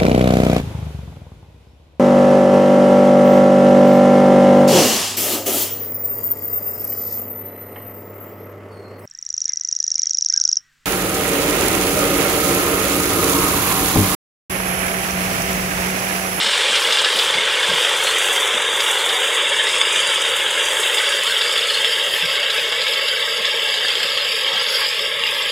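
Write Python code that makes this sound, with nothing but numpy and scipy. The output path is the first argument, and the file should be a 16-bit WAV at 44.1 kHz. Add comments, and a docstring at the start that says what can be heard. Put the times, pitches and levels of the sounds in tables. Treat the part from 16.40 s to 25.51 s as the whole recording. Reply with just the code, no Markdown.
"""Straw crackles and steel rattles a few steps away as a diesel tractor pushes a reaper through standing wheat.
A crank throws the knife to and fro: it knocks at its reversals and shears straw in between.
Random impacts and noise ring through resonances for chains, guards, frame and exhaust; sines make the clinks.
The engine's clatter fades as the hand-held mono phone nears the cutter bar; its noise suppression flickers."""
import sys
import numpy as np
from scipy import signal
from scipy.fft import rfft, irfft
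from scipy.io import wavfile
from scipy.ndimage import uniform_filter1d

SR = 44100
rng = np.random.default_rng(int(sys.argv[2]) if len(sys.argv) > 2 else 0)


def inscribe(sig):
    """Save sig as 16-bit PCM at rate SR to the path in sys.argv[1].

    A 1-D sig is mono; a 2-D sig holds one channel per row.
    Samples are clipped to [-1, 1] before scaling.
    """
    pcm = np.round(np.clip(np.atleast_2d(sig).T, -1, 1) * 32767)
    wavfile.write(sys.argv[1], SR, pcm.astype(np.int16))


N = 401751  # length in samples

# Low rumble spectrum. Each row: frequency in Hz, level in dB per Hz.
RUMBLE = [(20, -26), (45, -14), (65, -5), (100, 2.5), (160, 3), (230, 3), (290, -16), (500, -16),
          (1000, -25)]
# Exhaust and silencer resonances. Each row: centre in Hz, width in Hz, level in dB.
EXHAUST = [(375, 53, -9), (447.5, 97, 1), (510, 148, 1), (565.6, 70, 0.5), (633, 53, -6)]
# The exhaust note swells or sinks. 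Each row: middle in seconds, length in seconds, change in dB.
EXHAUST_SWELLS = [(.08, .25, -3), (1.42, 0.18, 3), (2.85, .25, 2), (3.6, 0.45, -1), (4.87, 0.058, -7),
                  (5.8, 0.059, -5.5), (7.55, 0.27, -2.5), (8.5, 0.071, -4.5), (8.85, 0.078, -4)]
# A hollow drone above the exhaust, in patches. Each row: middle in seconds, length in seconds, rms level in dB.
DRONES = [(2.03, .25, -36.5), (2.77, .3, -34.5), (4.35, .25, -40), (5.45, 0.11, -45), (5.7, 0.13, -39),
          (6.0, .1, -44), (7.27, .13, -39.5), (7.5, 0.17, -38.5), (7.8, 0.35, -43), (8.13, 0.18, -42)]
# Engine firing tone. Each row: multiple of the firing rate, rms level in dB.
FIRING = [(1, -64.5), (2, -68)]
FIRING_HZ = 45.57  # mean firing rate
# Engine block spectrum. Each row: frequency in Hz, level in dB per Hz.
BLOCK = [(220, -35), (340, -5), (600, -10.5), (720, -0.5), (900, 4.5), (1300, 3.5), (1550, 2.5), (2100, 2),
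         (2600, -8), (3500, 8.5), (3950, -3.5), (4400, -25), (6000, -15.5), (12000, -47)]
# The engine's clatter comes through more clearly. Each row: middle in seconds, length in seconds, change in dB.
CLEARINGS = [(2.2, 2.2, 2), (4.45, 0.77, 2.5), (8.14, 0.23, 11), (8.41, 0.078, 11.5), (8.95, 0.33, 9)]

# Soft low bumps on the phone. Each row: time in seconds (10 ms after onset), peak in dB, pitch in Hz.
BUMPS = [(0.049, -35, 196), (0.3, -36.5, 231), (.48, -40, 235), (0.753, -36.5, 244), (0.959, -35, 198),
         (1.297, -28.5, 174), (1.335, -36, 200), (2.149, -32, 231), (5.836, -31.5, 150),
         (6.989, -38.5, 214), (7.62, -42, 169), (8.135, -40, 182)]

# Dry ears of wheat, spectrum. Each row: frequency in Hz, level in dB per Hz.
EARS = [(6000, -30), (10000, 8), (12500, 2), (14000, -3.5), (16000, -9)]
# The hiss of the ears swells or sinks. Each row: middle in seconds, length in seconds, change in dB.
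RUSTLES = [(1.58, 0.18, 5), (2.27, .2, -1), (3.4, 0.41, -10), (5.74, 0.1, 7), (6.1, 0.11, 0),
           (6.75, .6, 2.5), (8.35, 0.2, 6)]
# Snapping straw spectrum. Each row: frequency in Hz, level in dB per Hz.
STRAW = [(2000, -20), (4000, -31), (5400, -4.5), (5900, 3), (6600, 2), (7800, 4), (9000, 2), (10300, -4.5),
         (11200, -9.5), (11600, -23.5), (12500, -48), (14500, -22)]
# The knife's two passes through the straw.
# Each row: start in the turn from 0 to 1, dying length in turns, relative level in dB.
CUTS = [(.215, 0.032, 3), (.715, 0.064, -1.5)]
# Stalks squeaking along the guides. Each row: middle in seconds, length in seconds, level in dB.
SQUEAKS = [(1.67, 0.051, -24), (2.6, 0.07, -35), (4.87, 0.11, -32), (5.2, 0.055, -31), (5.33, 0.07, -27),
           (7.07, 0.072, -40), (7.36, 0.047, -36), (7.64, 0.25, -34), (7.78, 0.08, -33), (8.48, 0.1, -31)]
# Thick tufts going through the knife. 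Each row: middle in seconds, length in seconds, level in dB.
TUFTS = [(5.2, 0.063, -37), (6.19, .05, -31), (5.49, 0.09, -27), (5.82, 0.12, -24.5), (6.43, 0.067, -26.5),
         (7.07, 0.069, -27.5), (7.46, 0.09, -39), (7.59, 0.072, -35), (7.75, 0.11, -27), (8.27, 0.048, -33),
         (8.39, 0.06, -26.5), (8.47, 0.056, -23), (8.89, 0.076, -28.5)]
# Breaking tuft spectrum. Each row: frequency in Hz, level in dB per Hz.
TUFT = [(600, -32), (1400, -16), (1700, -1.5), (2400, 4), (3200, 6.5), (3900, 0), (4400, -26), (4900, 5),
        (5400, -12), (5900, -25), (7500, -38), (12000, -44)]
# Stiff stalks crunching between knife and guard.
# Each row: start in seconds, level in dB before trim, dying time in seconds.
CRUNCHES = [(.064, -19, .012), (.357, -14.5, .014), (.506, -20, .009), (.523, -16, .022), (.585, -14, .014),
            (.645, -16, .014), (.769, -17, .009), (.788, -15.5, .02), (1.23, -21, .011), (2.403, -20, .008),
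            (2.69, -18.5, .009), (3.274, -22, 0.016), (3.851, -23, .011), (4.585, -17, .012),
            (5.015, -18, .01), (5.109, -20, .012), (5.176, -20, .011), (5.349, -26, .01),
            (5.957, -22, .012), (6.04, -24, .009), (6.101, -17, .012), (6.415, -16, .011),
            (6.478, -18, .014), (6.535, -16.5, .01), (6.683, -18, .008), (7.052, -17.5, .011),
            (7.287, -20, 0.01), (7.34, -19, .024), (7.483, -18.5, .018), (7.552, -20, 0.011),
            (7.775, -23, .018), (8.284, -22, 0.025), (9.017, -21, .009), (9.091, -23, .012)]
# Crunch spectrum. Each row: frequency in Hz, level in dB per Hz.
CRUNCH = [(1200, -32), (2800, -11), (3500, 5.5), (4000, 1.5), (4400, -4), (4900, -2), (5400, -4.5),
          (5900, -23), (7200, -10), (12000, -45)]

# Loose steel parts, struck and ringing. Each row: start in seconds, level in dB before trim, pitch in Hz.
CLINKS = [(.342, -18, 3420), (.984, -13, 2130), (3.195, -16, 1820), (3.414, -14, 3140), (4.285, -21, 3230),
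          (4.369, -17, 3220), (4.873, -15, 3120), (5.176, -16, 3430), (5.446, -13, 3400),
          (5.739, -16, 3250), (6.031, -17, 3230), (6.187, -17, 2500), (6.323, -16, 3210),
          (7.449, -15.5, 1750), (7.775, -15, 3170), (8.347, -16, 3230), (8.415, -21, 1650),
          (8.837, -12.5, 2800), (8.876, -17, 2490)]
# The hardest clanks of knife drive and binder.
# Each row: start in seconds, level in dB before trim, relative brightness in dB.
CLANKS = [(0.3541, -16, -8), (0.523, -20, -2), (1.4481, -15, -18), (1.9609, -18, -8), (2.1735, -18, -15),
          (2.4039, -18, -1), (3.4136, -13.5, -7), (4.58, -20, -16), (5.014, -19, -16), (5.4455, -16, -18),
          (5.8052, -19, -11), (6.0302, -21, -19), (6.3225, -15.5, -15), (6.469, -19, -12),
          (7.054, -20, -10), (7.3397, -21.5, -12), (7.5517, -21, -8), (7.7742, -19.5, -13),
          (8.8363, -14.5, -19)]
# Steel frame of the reaper. 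Each row: centre in Hz, width in Hz, level in dB.
FRAME = [(871, 118, -7.5), (1104, 155, -6.5), (1312, 118, -7), (1637, 460, -3.5), (1978, 240, -6),
         (2230, 400, -2), (2438, 142, -1.5), (2827, 560, 0.5), (3167, 310, 3.5), (3452, 260, 1.5),
         (3702, 310, -2)]
# The frame shakes harder or eases. Each row: middle in seconds, length in seconds, change in dB.
SHUDDERS = [(3.5, 1, 1.5), (4.88, 0.57, 0.5), (5.47, 0.16, 1), (7.96, 0.044, -2.5), (8.7, 0.24, -0.5)]
# Knife guards and fingers. Each row: centre in Hz, width in Hz, level in dB.
GUARDS = [(4190, 190, -3.5), (4694, 500, 1), (4960, 770, -2.5), (5426, 240, -2), (6370, 100, -9.5),
          (6890, 310, -11), (7630, 420, -10), (9000, 160, -35), (9600, 200, -43), (10820, 890, -12),
          (11990, 400, -17)]
# Knife scraping in its guards, spectrum. Each row: frequency in Hz, level in dB per Hz.
SCRAPE = [(1500, -30), (3000, -13), (4000, 6), (4700, -3), (5400, -1.5), (6200, -18), (8000, -7.5),
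          (12000, -31)]
# Knife crank speed. Each row: time in seconds, turns per second in Hz.
CRANK = [(0.0, 6.847), (1.5, 6.852), (3.0, 6.893), (4.5, 6.881), (6.0, 6.867), (7.5, 6.893), (9.11, 6.839)]
# Knocks and lingering rattles in each crank turn.
# Each row: mean place in the turn from 0 to 1, mean level in dB, dying time in seconds.
STROKE = [(0.425, 2, 0.017), (0.6, -3, 0.021), (0.9, 1, 0.01), (0.05, -2.5, 0.012)]
# The knife is loud with the phone pointing down at it, faint with the phone pointing up at the cab.
# Each row: time in seconds, level of the knife in dB.
KNIFE = [(0, -25), (0.55, -27.5), (1.2, -30), (1.5, -29), (2.25, -38), (2.7, -33), (3.0, -34.5),
         (3.35, -30), (3.7, -29.5), (4.03, -37), (4.42, -33), (4.65, -26.5), (6.2, -28), (6.9, -27),
         (7.5, -25.5), (8.0, -25), (8.35, -22.5), (8.7, -29.5), (9.11, -27)]
KNIFE_FULL_DB = -24.5  # KNIFE level with the phone pointing at the knife
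GUARD_DB = -26.5  # ring of the guards with the phone pointing at them
# change in dB per dB of the knife; the ears' hiss rises as the phone is held up
GUARD_PER_AIM, FRAME_PER_AIM, CHAFF_PER_AIM = 0.91, 0.14, -0.4
# share of plain scraping at first, when it stops falling in seconds, and the share left to the end
SCRAPE_SHARE, SCRAPE_ENDS_S, SCRAPE_LEFT = 0.7, 2.3, 0.0059

# Steady fades as the phone nears the cutter bar, before passing swells and aim.
# Each holds: level at first in dB, start of the fade in seconds, slope in dB per second.
EXHAUST_FADE = (-30, 2.8, -0.36)
CLATTER_FADE = (-24.5, 2.6, -2.1)
FRAME_FADE = (-19, 5.25, -0.44)
STRAW_FADE = (-29, 3.83, -2.7)
CHAFF_FADE = (-41.5, 1.7, -0.35)
# Bands that the phone's noise suppression thins, leaving a hollow, wavering tone.
# Each row: mean centre in Hz, width setting in Hz, depth in dB before wavering, start in seconds, end in seconds.
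# A band fades in ahead of its start and out after its end.
HOLLOWS = [(338, 127, -7, 6.9, 8.5), (735, 150, -3, 2.7, 15), (740, 154, -2, 8.8, 10),
           (1190, 96, -2, 2.9, 6.6), (1460, 164, -9.5, 7.5, 9.8), (1507, 220, -3, 5.1, 3.6),
           (990, 90, -2.5, 6, 9.6), (2435, 190, -6, 3.9, 8.3), (3060, 96, -3, 3, 9.2),
           (4160, 160, -3, 2.4, 10), (4430, 170, -7.5, 3.4, 10), (5070, 130, -11, 2.4, 4.2),
           (5546, 210, -8.5, 3.5, 10), (6030, 440, -10, 4.8, 10), (5930, 440, -5, 4.2, 3.5),
           (6200, 310, -3, 10.2, 17), (9030, 900, -9, 7.1, 8.6)]
TOP_HZ = 15750  # the phone passes sound up to here


def undb(db):
    """Decibels to gain."""
    return 10 ** (np.asarray(db) / 20)


def unit(x):
    """Scale to rms 1."""
    return x / np.sqrt(np.mean(x ** 2))


def steady(x, window_s):
    """Even out the strength of a sound over a short time; rms near 1."""
    power = np.abs(uniform_filter1d(x * x, int(window_s * SR) + 1))
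    return x / np.sqrt(power + 1e-12)


def curves(table):
    """Draw each column of a timed table as a curve, one value a sample."""
    s, *columns = np.transpose(table)
    return [np.interp(np.arange(N) / SR, s, column) for column in columns]


def fade(level_db, from_s, db_per_s):
    """A level in dB that holds, then changes steadily."""
    return level_db + db_per_s * np.maximum(np.arange(N) / SR - from_s, 0)


def swells(table):
    """Smooth passing rises and dips in dB; a length is measured at half height."""
    t = np.arange(N) / SR
    return sum(db * .5 ** ((2 * (t - s) / length) ** 2) for s, length, db in table)


def bursts(table):
    """Gain of short rounded bursts; a length is measured at half power."""
    t = np.arange(N) / SR
    power = 0
    for s, length, db in table:
        away = np.minimum((2 * (t - s) / length) ** 2, 20)
        power = power + undb(db) ** 2 * np.exp2(-away)
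    return np.sqrt(power)


def walk(rate):
    """Random wander with a new target `rate` times a second, slewed between targets; rms 1."""
    hold = int(SR / rate)
    steps = rng.standard_normal(4096)[np.arange(N) // hold % 4096]
    return unit(uniform_filter1d(steps, hold))


def causal(x, gain, size=4096):
    """Filter with the fastest-dying (minimum-phase) response for a given gain curve."""
    hz = np.maximum(np.fft.rfftfreq(size, 1 / SR), 1)
    cepstrum = irfft(np.log(gain(hz) + 1e-6))
    # folding the cepstrum forward in time makes the response minimum-phase
    cepstrum[1:size // 2] *= 2
    cepstrum[size // 2 + 1:] = 0
    response = irfft(np.exp(rfft(cepstrum)))
    return signal.oaconvolve(x, response / np.linalg.norm(response))[:N]


def colour(x, spectrum):
    """Shape a sound by (Hz, dB) points, keeping the power of white noise."""
    hz, db = np.transpose(spectrum)
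    return causal(x, lambda f: undb(np.interp(np.log(f), np.log(hz), db)))


def ring(x, modes):
    """Ring a body of steep (Hz, width, dB) resonances, keeping the power of white noise."""
    def gain(f):
        power = 0
        for hz, width, db in modes:
            detune = (f * f - hz * hz) / (f * width)
            power = power + (undb(db) / (1 + detune ** 2)) ** 2
        return np.sqrt(power)

    return causal(x, gain)


def contacts(rate, spread_db):
    """Dense tiny impacts of uneven size, `rate` a second on average; rms 1."""
    hit = rng.random(N) < rate / SR
    sign = np.sign(rng.standard_normal(N))
    size = undb(spread_db * np.clip(rng.standard_normal(N), -2, 2))
    return unit(hit * sign * size)


def blows(times, gains, decay):
    """Power of the chatter after blows: each starts at once and dies away."""
    power, age = np.zeros(N), np.arange(SR // 8) / SR
    for s, gain in zip(times, gains):
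        start = int(np.clip(s * SR, 0, N - 1))
        power[start:start + len(age)] += (gain * np.exp(-age[:N - start] / decay)) ** 2
    return power


def low_rumble(rumble_db=-54):
    """Low-pitched noise rumbles under the engine, its level wandering slowly."""
    return undb(rumble_db) * colour(rng.standard_normal(N), RUMBLE) * undb(1.04 * walk(6))


def engine(exhaust_db, clatter_db, puff_depth=0.33, knock_db=6, knock_turns=.2, even_s=0.158, lump_db=1.0):
    """Each firing puffs gas through the silencer and knocks the block; a hollow drone comes and goes."""
    cycle = np.cumsum(FIRING_HZ * (1 + 0.004 * walk(2.985))) / SR
    pulse = np.cos(2 * np.pi * cycle) * 0.26 + np.cos(4 * np.pi * cycle) * 0.52
    gas = unit(rng.standard_normal(N) * (1 + puff_depth * pulse))
    exhaust = steady(ring(gas, EXHAUST), even_s) * undb(exhaust_db + lump_db * walk(30))
    drone = ring(gas, [(750, 50, 0)]) * bursts(DRONES)

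    # each knock starts at a firing and dies over a part of the cycle
    knock = np.sqrt(1 + undb(knock_db) ** 2 * np.exp(-(cycle % 1) / knock_turns))
    clatter = unit(contacts(rate=5000, spread_db=2.0) * knock)
    block = colour(clatter, BLOCK) * undb(clatter_db)
    tone = sum(undb(db) * np.sqrt(2) * np.sin(2 * np.pi * round(k) * cycle) for k, db in FIRING)
    return exhaust + drone + block + tone


def bumps(decay_s=0.025, width_hz=90):
    """Dull low bumps: dying noise rings one low resonance for a few uneven cycles each."""
    push, out = rng.standard_normal(N), 0
    for s, db, hz in BUMPS:
        bump = ring(push * np.sqrt(blows([s - .01], [1], decay_s)), [(hz, width_hz, 0)])
        out = out + undb(db) * bump / np.abs(bump).max()
    return out


def wheat(turns, straw_db, chaff_db, cut_db=3.0, bite_s=0.0046, patchy_db=1.0, swell_db=1.2, sway_db=2.5):
    """Stalks snap in two bursts a turn as the knife passes, over the rustle of the swept, swaying ears."""
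    cutting = 0
    for place, length, db in CUTS:
        since = (turns - place) % 1
        cutting = cutting + undb(db + cut_db) ** 2 * np.exp(-since / length)
    cutting = uniform_filter1d(cutting, int(bite_s * SR) + 1)
    # the crop stands unevenly, so some strokes bite more stalks than others
    stand = undb(1.6 * walk(12))
    unevenness = undb(patchy_db * walk(40) + swell_db * walk(3.4))
    flow = unit(np.sqrt(1 + cutting * stand) * unevenness)
    stalks = colour(contacts(rate=10000, spread_db=3.5) * flow, STRAW) * undb(straw_db)
    chaff = colour(rng.standard_normal(N) * flow, EARS) * undb(chaff_db + sway_db * walk(8.2))
    return stalks + chaff


def squeaks(squeak_hz=4230, width_hz=230, slip_db=4.5, slip_rate=60):
    """Dry stalks stick and slip along the steel guides with a thin, stuttering rasp."""
    slips = contacts(rate=2300, spread_db=8.5) * undb(slip_db * walk(slip_rate))
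    return ring(unit(slips), [(squeak_hz, width_hz, 0)]) * bursts(SQUEAKS)


def tufts(clump_db=14.0, clump_rate=60, clump_s=0.0098):
    """A thick tuft meets the knife and breaks in sudden, coarse clumps of loud snaps."""
    when, size = rng.random((int(clump_rate * N / SR), 2)).T
    clumps = np.sqrt(1 + blows(when * N / SR, undb(clump_db * size), clump_s))
    snaps = unit(contacts(rate=1400, spread_db=4.5) * clumps)
    return colour(snaps, TUFT) * bursts(TUFTS)


def crunches(crunch_db=-.5):
    """A stiff stalk gives way at once, and its fibres go on cracking for a moment."""
    power = sum(blows([s], [undb(db + crunch_db)], decay) for s, db, decay in CRUNCHES)
    return colour(contacts(rate=6000, spread_db=2.5) * np.sqrt(power), CRUNCH)


def slaps(slap_db=-21.5, rate=38, decay_s=0.0041, spread_db=9, slap_hz=2200, width_hz=1200):
    """The conveyor chain slaps against its rails at random: each slap is sudden, dry and short."""
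    when, size = rng.random((int(rate * N / SR), 2)).T
    power = blows(when * N / SR, undb(slap_db - spread_db * size), decay_s)
    return ring(contacts(rate=9000, spread_db=1.0) * np.sqrt(power), [(slap_hz, width_hz, 0)])


def clinks(clink_db=-1.5, decay_s=0.012, split=.07, partner_db=-5):
    """Each struck loose part rings briefly in a close pair of modes."""
    out, age = np.zeros(N + SR), np.arange(SR // 8) / SR
    for (s, db, hz), chance in zip(CLINKS, rng.uniform(-1.06, 1, len(CLINKS))):
        partner_hz = hz * (1 + split * chance)
        pair = np.sin(2 * np.pi * hz * age) + undb(partner_db) * np.sin(2 * np.pi * partner_hz * age)
        start = int(s * SR)
        out[start:start + len(age)] += undb(db + clink_db) * np.exp(-age / decay_s) * pair
    return out[:N]


def clanks(body_db=2.0, guard_db=-1, edge_db=-2.0, decay_s=0.0047, crack_db=-8.5, crack_s=.004):
    """A hard first contact, then a dying burst of rebounds through frame and guards, with a bright steel edge."""
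    s, db, bright_db = np.transpose(CLANKS)

    def strike(level_db):
        power = blows(s, undb(level_db), decay_s) + blows(s, undb(level_db + crack_db), crack_s)
        return contacts(rate=7500, spread_db=7.0) * np.sqrt(power)

    guards = ring(strike(db + bright_db), GUARDS)
    edge = ring(strike(db + bright_db), [(6300, 830, 0)])
    body = ring(strike(db), FRAME)
    return undb(body_db) * body + undb(guard_db) * guards + undb(edge_db) * edge


def jingle(rate=260, decay_s=0.016, spread_db=11.5):
    """Chain links and tines ping briefly, each at its own pitch; rms 1."""
    out, age = np.zeros(N + SR), np.arange(SR // 8) / SR
    for when, pitch, size in rng.random((int(rate * N / SR), 3)):
        start, hz = int(when * N), 1200 * 8 ** pitch
        ping = np.exp(-age / decay_s) * np.sin(2 * np.pi * hz * age)
        out[start:start + len(age)] += undb(spread_db * size) * ping
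    return unit(out[:N])


def chatter(modes, shake, wander_db, jolt_db, jolt_rate=30, jolt_s=0.0097, count=4):
    """Several loose parts, each with its share of the modes, are jolted at random and settle again."""
    out = 0
    for k in range(count):
        own = modes[k::count]
        power = sum(width * undb(db) ** 2 for _, width, db in own)
        when, size = rng.random((int(jolt_rate * N / SR), 2)).T
        jolts = np.sqrt(1 + blows(when * N / SR, undb(jolt_db) * size, jolt_s))
        drive = contacts(rate=3000, spread_db=3.0) * shake * jolts * undb(wander_db * walk(11.0))
        out = out + np.sqrt(power) * ring(drive, own)
    return unit(out)


def knife_knocks(turns, scatter_db=1.0, slack_s=0.0008):
    """Play in the drive is taken up with knocks near the same places of every crank turn."""
    count = int(turns[-1]) + 1
    power = 0
    for place, db, decay in STROKE:
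        chance = rng.standard_normal((80, 2))[:count]
        times = np.interp(np.arange(count) + place, turns, np.arange(N) / SR)
        times = times + slack_s * chance[:, 0]
        power = power + blows(times, undb(db + scatter_db * chance[:, 1]), decay)
    return power


def reaper(turns, frame_db, guard_db, scraping, jingle_db=-6.0, scrape_db=4):
    """Chains and loose steel chatter all the time, harder after each knock; the knife scrapes in its guards."""
    shake = unit(np.sqrt(1 + knife_knocks(turns)))

    def rattle(modes, wander_db, jolt_db):
        loose = chatter(modes, shake, wander_db, jolt_db)
        return unit(loose + undb(jingle_db) * unit(ring(jingle(), modes)))

    frame = rattle(FRAME, wander_db=0.98, jolt_db=3.5)
    guards = rattle(GUARDS, wander_db=2.5, jolt_db=8.5)
    scrape = colour(contacts(rate=7400, spread_db=-3.5) * shake, SCRAPE) * undb(scrape_db)
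    # plain scraping gives way to ringing guards
    share = np.clip(scraping, 0, 1)
    knife = np.sqrt(1 - share) * guards + np.sqrt(share) * scrape
    return frame * undb(frame_db) + knife * undb(guard_db)


def hollow(x, fade_s=2.87, waver=0.57, waver_rate=10, drift=0.0056, drift_rate=3, size=1024):
    """Noise suppression thins some bands, which waver and slide a little in pitch: a shifting, hollow tone."""
    f, t, spectra = signal.stft(x, SR, nperseg=size)
    frames = np.minimum(t * SR, N - 1).astype(int)
    gain = np.ones(spectra.shape)
    for hz, width, db, start, end in HOLLOWS:
        # where the end precedes the start, the band sinks only in part or not at all
        presence = np.clip(1 + (t - start) / fade_s, 0, 1) * np.clip(1 + end - t, 0, 1)
        depth = presence * np.maximum(1 + waver * walk(waver_rate)[frames], 0)
        centre = hz * (1 + drift * walk(drift_rate)[frames])
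        away = np.square((f[:, None] - centre) / (0.67 * width))
        gain *= 1 - (1 - undb(db * depth)) * np.exp(-np.minimum(away * away, 20))
    return signal.istft(spectra * gain, SR, nperseg=size)[1][:N]


def suppress(x, threshold_db=-6.0, strength=0.65, above_hz=640, size=1024, count=25):
    """Noise suppression: spots much weaker than the pitches around them sink, so the valleys gape and flicker."""
    f, _, spectra = signal.stft(x, SR, nperseg=size)
    power = uniform_filter1d(np.abs(spectra) ** 2, size=3, axis=0)  # smooth over pitch
    power = uniform_filter1d(power, size=7, axis=1) + 1e-18  # smooth over time
    around = uniform_filter1d(power, size=count, axis=0)
    threshold = undb(threshold_db) ** 2
    gain = ((1 + threshold) * power / (power + threshold * np.abs(around))) ** strength
    gain = np.where(f[:, None] > above_hz, gain, 1)
    return signal.istft(spectra * gain, SR, nperseg=size)[1][:N]


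def scene():
    """Tractor, reaper and crop in the open field, the same in both channels."""
    turns = np.cumsum(curves(CRANK)[0]) / SR
    aim_db = curves(KNIFE)[0] - KNIFE_FULL_DB
    scraping = np.interp(np.arange(N) / SR, [0, SCRAPE_ENDS_S], [SCRAPE_SHARE, SCRAPE_LEFT])

    exhaust_db = fade(*EXHAUST_FADE) + swells(EXHAUST_SWELLS)
    clatter_db = fade(*CLATTER_FADE) + swells(CLEARINGS)
    chaff_db = fade(*CHAFF_FADE) + CHAFF_PER_AIM * aim_db + swells(RUSTLES)
    frame_db = fade(*FRAME_FADE) + FRAME_PER_AIM * aim_db + swells(SHUDDERS)
    guard_db = GUARD_DB + GUARD_PER_AIM * aim_db

    tractor = low_rumble() + engine(exhaust_db, clatter_db)
    crop = wheat(turns, fade(*STRAW_FADE), chaff_db)
    cutter = reaper(turns, frame_db, guard_db, scraping) + slaps() + clanks()
    close = bumps() + squeaks() + tufts() + crunches() + clinks()  # untouched by the hollow bands
    mono = hollow(tractor + crop + cutter) + close
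    return np.array([mono, mono])


def record(dry):
    """The mono phone suppresses weak noise and cuts the top."""
    top_cut = signal.ellip(10, .2, 80, TOP_HZ, fs=SR, output="sos")
    mono = signal.sosfilt(top_cut, suppress(dry[0]))
    return np.array([mono, mono])


dry = scene()
out = record(dry)
inscribe(out)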